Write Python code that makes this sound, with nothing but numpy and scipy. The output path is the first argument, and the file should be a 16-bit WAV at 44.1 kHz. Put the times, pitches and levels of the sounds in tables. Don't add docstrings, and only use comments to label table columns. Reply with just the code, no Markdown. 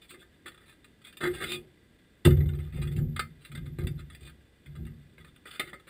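import sys
import numpy as np
from scipy import signal
from scipy.fft import rfft, irfft
from scipy.io import wavfile
from scipy.ndimage import uniform_filter1d

SR = 44100
rng = np.random.default_rng(int(sys.argv[2]) if len(sys.argv) > 2 else 0)


def materialize(psi):
    bounded = np.clip(np.atleast_2d(psi).T, -1, 1)
    quanta = np.round(bounded * 32767).astype(np.int16)
    wavfile.write(sys.argv[1], SR, quanta)


N = 259749
TIME = np.arange(N) / SR
RING_TIME = TIME[:SR // 4]
REFERENCE_DB = -50

# (frequency [Hz], relative level [dB], t60 before a crab damps it [s])
FRAME_MODES = [(58.8, -16, 0.87), (66.77, -10, 2.57), (81.74, -9, 2.47), (90.5, -10.5, 1.1),
               (100.9, -6.5, 0.67), (121.2, -7, 0.3), (144.64, 1, 0.74), (153.8, -2, 0.22),
               (158.6, -5, 0.73), (228.4, -7.5, 0.92), (250.7, -11.5, 0.36), (264, -10, 0.26),
               (340.3, 3, 0.14), (357.9, -0.5, 0.43), (379, -15, 1.1), (445.5, -12.5, 0.25),
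               (509, -18.5, 1), (527, -22.5, 0.29), (615, -26, 0.16), (716, -12.5, 0.12), (758, -14, 0.18)]
# (frequency [Hz], relative level [dB], t60 [s])
WALL_MODES = [(1233, -2.5, 0.13), (1277, -5.5, 0.12), (1430, -1, 0.075), (1590, -1, 0.11),
              (1767, 2.5, 0.11), (1850, -15.5, 0.27), (1926, 1, 0.063), (1960, 0, 0.084),
              (2086, -2.5, 0.18)]
# (frequency [Hz], relative level [dB], t60 [s])
FITTING_MODES = [(2467, -3.5, 0.1), (2757, -4, 0.082), (2690, -31, 0.04), (3407, 0.5, 0.094),
                 (3504, 4.5, 0.027), (3591, 0, 0.1), (3940, 0.5, 0.034), (4014, -12.5, 0.081),
                 (4400, -15, 0.15), (7600, -17.5, 0.1), (8550, -14, 0.088), (8470, -3, 0.085),
                 (8600, -16.5, 0.022), (10650, -26, 0.045), (9900, -4, 0.043), (9780, -19.5, 0.24),
                 (14010, -42, .07)]
# (frequency [Hz], relative spectral density [dB])
WALL_SPECTRUM = [(400, -5), (750, -14), (1000, -19), (1250, 1.5), (1800, -6), (2150, 1), (2500, -35),
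                 (3200, -29), (6000, -73)]
FITTING_SPECTRUM = [(1500, -11), (2300, 3.5), (3650, -2), (4200, -19), (4700, -1.5), (5500, -26.5),
                    (6400, -31), (7100, -10.5), (8500, -7), (10600, -7), (11150, -24), (12800, -34),
                    (13600, -6), (15200, -9)]
# (start [s], hold [s], relative boom [dB], relative groan [dB])
CRAB_LEANS = [(0.117, 0.012, -70, -50.5), (0.442, 0.013, -67, -50.5), (1.206, 0.12, -45.5, -39),
              (1.37, .18, -50, -41), (2.277, 0.023, -20.5, -31.5), (2.372, 0.037, -23, -36.5),
              (2.481, 0.1, -33.5, -44.5), (2.716, 0.18, -30, -45.5), (2.938, 0.069, -25, -41),
              (3.485, .22, -38, -57), (3.785, .06, -28, -40.5), (4.199, 0.034, -47, -56.5),
              (4.647, 0.11, -44, -65), (4.76, 0.065, -36.5, -51), (5.179, 0.019, -52, -64.5),
              (5.598, 0.032, -55, -50), (5.714, 0.0096, -64, -52)]


def from_db(db):
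    return 10 ** (np.asarray(db) / 20)


def rms_one(x):
    return x / np.sqrt(np.mean(x ** 2) + 1e-20)


def running_rms(x, seconds):
    power = uniform_filter1d(x ** 2, int(seconds * SR), mode="constant")
    return np.sqrt(np.abs(power) + 1e-20)


def peak_at(db, x, seconds):
    return from_db(db) * x / running_rms(x, seconds).max()


def cut(x, hz, kind, order=4):
    return signal.sosfilt(signal.butter(order, hz, kind, fs=SR, output="sos"), x)


def add(out, start_s, sound):
    at = int(start_s * SR)
    out[at:at + len(sound)] += sound[:max(N - at, 0)]


def noise(spectrum, size):
    hz, db = np.transpose(spectrum)
    grid = np.fft.rfftfreq(size, 1 / SR) + 0.00085
    gain = from_db(np.interp(np.log(grid), np.log(hz), db)) * np.minimum(grid / hz[0], 1)
    return rms_one(irfft(rfft(rng.standard_normal(size)) * gain, size))


def hiss(level_db=-62):
    # (frequency [Hz], relative spectral density [dB])
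    spectrum = [(30, -12), (60, 0.5), (110, -6), (170, -4.5), (310, -6.5), (450, -12.5), (850, -25),
                (2000, -25.5), (4000, -30), (6200, -39), (9000, -35), (12000, -47.5), (15000, -44)]
    return from_db(level_db) * noise(spectrum, N)


def slips(size, per_s, spread_db):
    chance, strength, sign = rng.random((3, size))
    amplitude = from_db(-spread_db * np.log(np.maximum(strength, .02)))
    return (chance < per_s / SR) * amplitude * np.sign(sign - .5)


def housing_ring(modes, spectrum, vary_db=3.5, crowd_t60_s=0.052, echo_t60_s=0.2):
    phases = rng.uniform(0, 2 * np.pi, len(modes))
    lifts_db = vary_db * rng.standard_normal(len(modes))
    partials = sum(from_db(db + lift - 60 * RING_TIME / t60) * np.sin(2 * np.pi * hz * RING_TIME + phase)
                   for (hz, db, t60), lift, phase in zip(modes, lifts_db, phases))
    echo = from_db(-11.5 - 60 * RING_TIME / echo_t60_s)
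    fade = from_db(-60 * RING_TIME / crowd_t60_s) + echo
    crowd = noise(spectrum, len(RING_TIME)) * fade
    onset = 1 - np.exp(-RING_TIME / 0.00036)
    return (rms_one(partials) + from_db(-1) * rms_one(crowd)) * onset


def sand(body_db=-73, treble_db=-74, grains_per_s=2000, fade_t60_s=0.067):
    grains = slips(N + len(RING_TIME) - 1, grains_per_s, spread_db=3.5)
    fade = from_db(-60 * RING_TIME / fade_t60_s)
    body = signal.fftconvolve(grains, fade * housing_ring(WALL_MODES, WALL_SPECTRUM), "valid")
    body = cut(body, 2300, "high", order=2)
    treble = signal.fftconvolve(grains, fade * housing_ring(FITTING_MODES, FITTING_SPECTRUM), "valid")
    return from_db(body_db) * rms_one(body) + from_db(treble_db) * rms_one(treble)


def frame_ring(t, damping):
    return sum(from_db(db - 60 * damping * t / t60) * np.sin(2 * np.pi * hz * t)
               for hz, db, t60 in FRAME_MODES)


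def frame_thud():
    return cut(frame_ring(RING_TIME, damping=2.15), 210, "high", order=3)


def thud_level(base_db, body_db, groan_gain, start_s, unloaded_db=-69.5):
    at = int(start_s * SR)
    lean_db = 20 * np.log10(groan_gain[at:at + SR // 20].max() + from_db(unloaded_db))
    return base_db + 0.64 * (body_db - REFERENCE_DB) + 0.62 * (lean_db - REFERENCE_DB)


def contact(force, thud, body_db, treble_db, thud_db):
    body = signal.fftconvolve(force, housing_ring(WALL_MODES, WALL_SPECTRUM))
    treble = signal.fftconvolve(force, housing_ring(FITTING_MODES, FITTING_SPECTRUM))
    low = signal.fftconvolve(force, thud)
    return peak_at(body_db, body, .008) + peak_at(treble_db, treble, .008) + peak_at(thud_db, low, .02)


def scrapes(groan_gain, gain_db=-1.86, base_thud_db=-56, catch_db=3.5, grip_points_per_s=120):
    # (start [s], end [s], relative body [dB], relative treble [dB])
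    drags = [(0.01, 0.059, -63, -52), (0.078, 0.15, -76, -49), (0.182, 0.223, -71, -55),
             (0.457, 0.486, -44.5, -44.5), (0.599, 0.641, -59.5, -65), (0.656, 0.736, -57.5, -54.5),
             (1.04, 1.101, -56.5, -48), (1.212, 1.279, -28, -34.5), (1.281, 1.42, -46, -46),
             (1.335, 1.365, -49, -42), (1.399, 1.441, -32.5, -37.5), (1.451, 1.491, -51, -42),
             (1.479, 1.563, -41.5, -31), (2.246, 2.273, -33.5, -35), (2.595, 2.68, -62.5, -60),
             (2.723, 2.808, -54, -52.5), (2.814, 2.844, -48, -43.5), (2.913, 2.935, -57, -53.5),
             (3.406, 3.494, -54.5, -52.5), (3.975, 4.009, -51.5, -53), (4.103, 4.15, -58.5, -58),
             (4.196, 4.279, -59.5, -51.5), (5.183, 5.217, -56, -59.5), (5.248, 5.299, -61, -61),
             (5.451, 5.589, -48.5, -43.5), (5.62, 5.706, -48.5, -52), (5.868, 5.908, -49.5, -52)]
    out, thud, t = np.zeros(N), frame_thud(), TIME[:SR // 6]
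    for start, end, body_db, treble_db in drags:
        along = np.clip(t / max(end - start, .01), 0, 1)
        swell = np.abs(np.sin(np.pi * along)) ** 0.33
        grip = from_db(catch_db * np.interp(t * grip_points_per_s, np.arange(64), rng.uniform(-1, 1, 64)))
        force = slips(len(t), per_s=1000, spread_db=4.0) * grip * swell
        thud_db = thud_level(base_thud_db, body_db, groan_gain, start)
        add(out, start, contact(force, thud, body_db, treble_db, thud_db))
    return from_db(gain_db) * out


def footfall(thud, body_db, treble_db, thud_db, reference_chatter_s=0.0025, doubling_db=49):
    t = TIME[:SR // 25]
    chatter_s = reference_chatter_s * 2 ** ((body_db - REFERENCE_DB) / doubling_db)
    envelope = t / chatter_s * np.exp(-2 * t / chatter_s)
    force = slips(len(t), per_s=4000, spread_db=3.0) * envelope
    return contact(force, thud, body_db, treble_db, thud_db)


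def ticks(groan_gain, gain_db=-2.6, base_thud_db=-62):
    # (time [s], relative body [dB], relative treble [dB])
    landings = [(0.1055, -52.5, -45.5), (0.1403, -51, -60), (0.457, -41, -47.5), (0.5756, -58, -56),
                (0.843, -57, -52.5), (1.0157, -63, -61), (1.0464, -60, -46.5), (1.1253, -56, -53.5),
                (1.169, -53, -43), (1.2048, -37, -42.5), (1.2512, -28, -53), (1.437, -31, -33),
                (2.249, -24.5, -24.5), (2.3043, -40.5, -42.5), (2.3696, -54, -55), (2.4043, -43.5, -54),
                (2.4865, -49.5, -48), (2.5486, -60, -57), (2.6001, -52, -59), (2.768, -58, -55.5),
                (2.815, -54, -50), (2.871, -49, -45.5), (2.9614, -61, -46), (2.9859, -53, -53),
                (3.162, -36, -38), (3.192, -24.5, -30), (3.4481, -52.5, -46.5), (3.5162, -49.5, -48.5),
                (3.5493, -43.5, -43.5), (3.5732, -50, -49.5), (3.6553, -58, -60.5), (3.7849, -45.5, -47.5),
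                (3.8682, -46, -38), (4.0991, -52.5, -51.5), (4.1471, -52.5, -48), (4.8502, -64, -57.5),
                (5.179, -50, -58), (5.3598, -60.5, -55.5), (5.453, -43, -52), (5.5949, -27.5, -27),
                (5.73, -39, -51), (5.7967, -56.5, -59.5)]
    out, thud = np.zeros(N), frame_thud()
    for start, body_db, treble_db in landings:
        thud_db = thud_level(base_thud_db, body_db, groan_gain, start)
        add(out, start, footfall(thud, body_db, treble_db, thud_db))
    return from_db(gain_db) * out


def lean_gains(attack_s=0.011, boom_fall_db_per_s=82, groan_fall_db_per_s=149):
    boom_gain, groan_gain = np.zeros((2, N))
    for start, hold_s, boom_db, groan_db in CRAB_LEANS:
        rise_s = attack_s + 0.26 * hold_s
        rise = np.clip((TIME - start) / rise_s, 0, 1)
        released_s = np.maximum(TIME - start - attack_s - hold_s, 0)
        boom_gain = np.maximum(boom_gain, rise * from_db(boom_db - boom_fall_db_per_s * released_s))
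        groan_gain = np.maximum(groan_gain, rise * from_db(groan_db - groan_fall_db_per_s * released_s))
    return boom_gain, groan_gain


def rubbed_frame(boom_gain, groan_gain, boom_trim_db=-1.15, groan_trim_db=-2.9):
    ring = frame_ring(TIME[:SR], damping=1.2)
    vibration = signal.fftconvolve(rng.standard_normal(N + SR - 1), ring, "valid")
    boom = cut(cut(vibration, 258, "low", order=6), 42.6, "high")
    groan = cut(cut(vibration, 283, "high", order=6), 450, "low", order=2)
    boom *= boom_gain / running_rms(boom, .06)
    groan *= groan_gain / running_rms(groan, .037)
    return from_db(boom_trim_db) * boom + from_db(groan_trim_db) * groan


def shuffles(steps_per_lean=2, overhang_s=0.12):
    out, thud = np.zeros(N), frame_thud()
    for start, hold_s, _, _ in CRAB_LEANS:
        for when, strength in rng.random((steps_per_lean, 2)):
            step = footfall(thud, body_db=-64, treble_db=-65.5, thud_db=-76)
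            lift_db = 4 + 4 * strength
            add(out, start + when * (hold_s + overhang_s), from_db(lift_db) * step)
    return out


def creaks(waver=0.012):
    # (start [s], end [s], frequency [Hz], peak level [dB])
    notes = [(1.24, 1.331, 357, -26.5), (1.478, 1.66, 357, -51), (1.48, 1.605, 2451, -45),
             (1.476, 1.578, 3645, -38)]
    out = np.zeros(N)
    for start, end, hz, level_db in notes:
        along = np.clip((TIME - start) / (end - start), 0, 1)
        drift = np.interp(along, np.linspace(0, 1, 6), rng.standard_normal(6))
        phase = 2 * np.pi * np.cumsum(hz * (1 + waver * drift)) / SR
        out += from_db(level_db) * np.sin(np.pi * along) * np.sin(phase)
    return out


def jolts():
    # (time [s], level before the high-pass [dB], contact duration [s])
    shoves = [(2.253, -20.5, 0.0017), (2.2616, -14, 0.0016), (2.273, -12.5, 0.0024), (3.787, -32, 0.0018)]
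    out, ring = np.zeros(N), frame_ring(TIME[:2 * SR], damping=1.91)
    for start, level_db, contact_s in shoves:
        push = np.sin(np.pi * np.minimum(TIME[:SR // 20] / contact_s, 1)) ** 2
        add(out, start, peak_at(level_db, signal.fftconvolve(push, ring), .02))
    return cut(out, 58, "high", order=3)


def scene():
    boom_gain, groan_gain = lean_gains()
    contacts = ticks(groan_gain) + shuffles() + scrapes(groan_gain) + creaks()
    mono = contacts + jolts() + rubbed_frame(boom_gain, groan_gain) + sand() + hiss()
    return np.array([mono, mono])


def record(dry, clip_at=0.43, mirror_db=-19, carrier_hz=12000, cutoff_hz=15250):
    clipped = np.clip(dry, -clip_at, clip_at)
    bass = cut(cut(clipped, 600, "low"), 600, "high", order=1)
    sizzle = from_db(mirror_db) * bass * np.cos(2 * np.pi * carrier_hz * TIME)
    low_pass = signal.ellip(8, .1, 80, cutoff_hz, fs=SR, output="sos")
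    return signal.sosfilt(low_pass, clipped + sizzle)


dry = scene()
out = record(dry)
materialize(out)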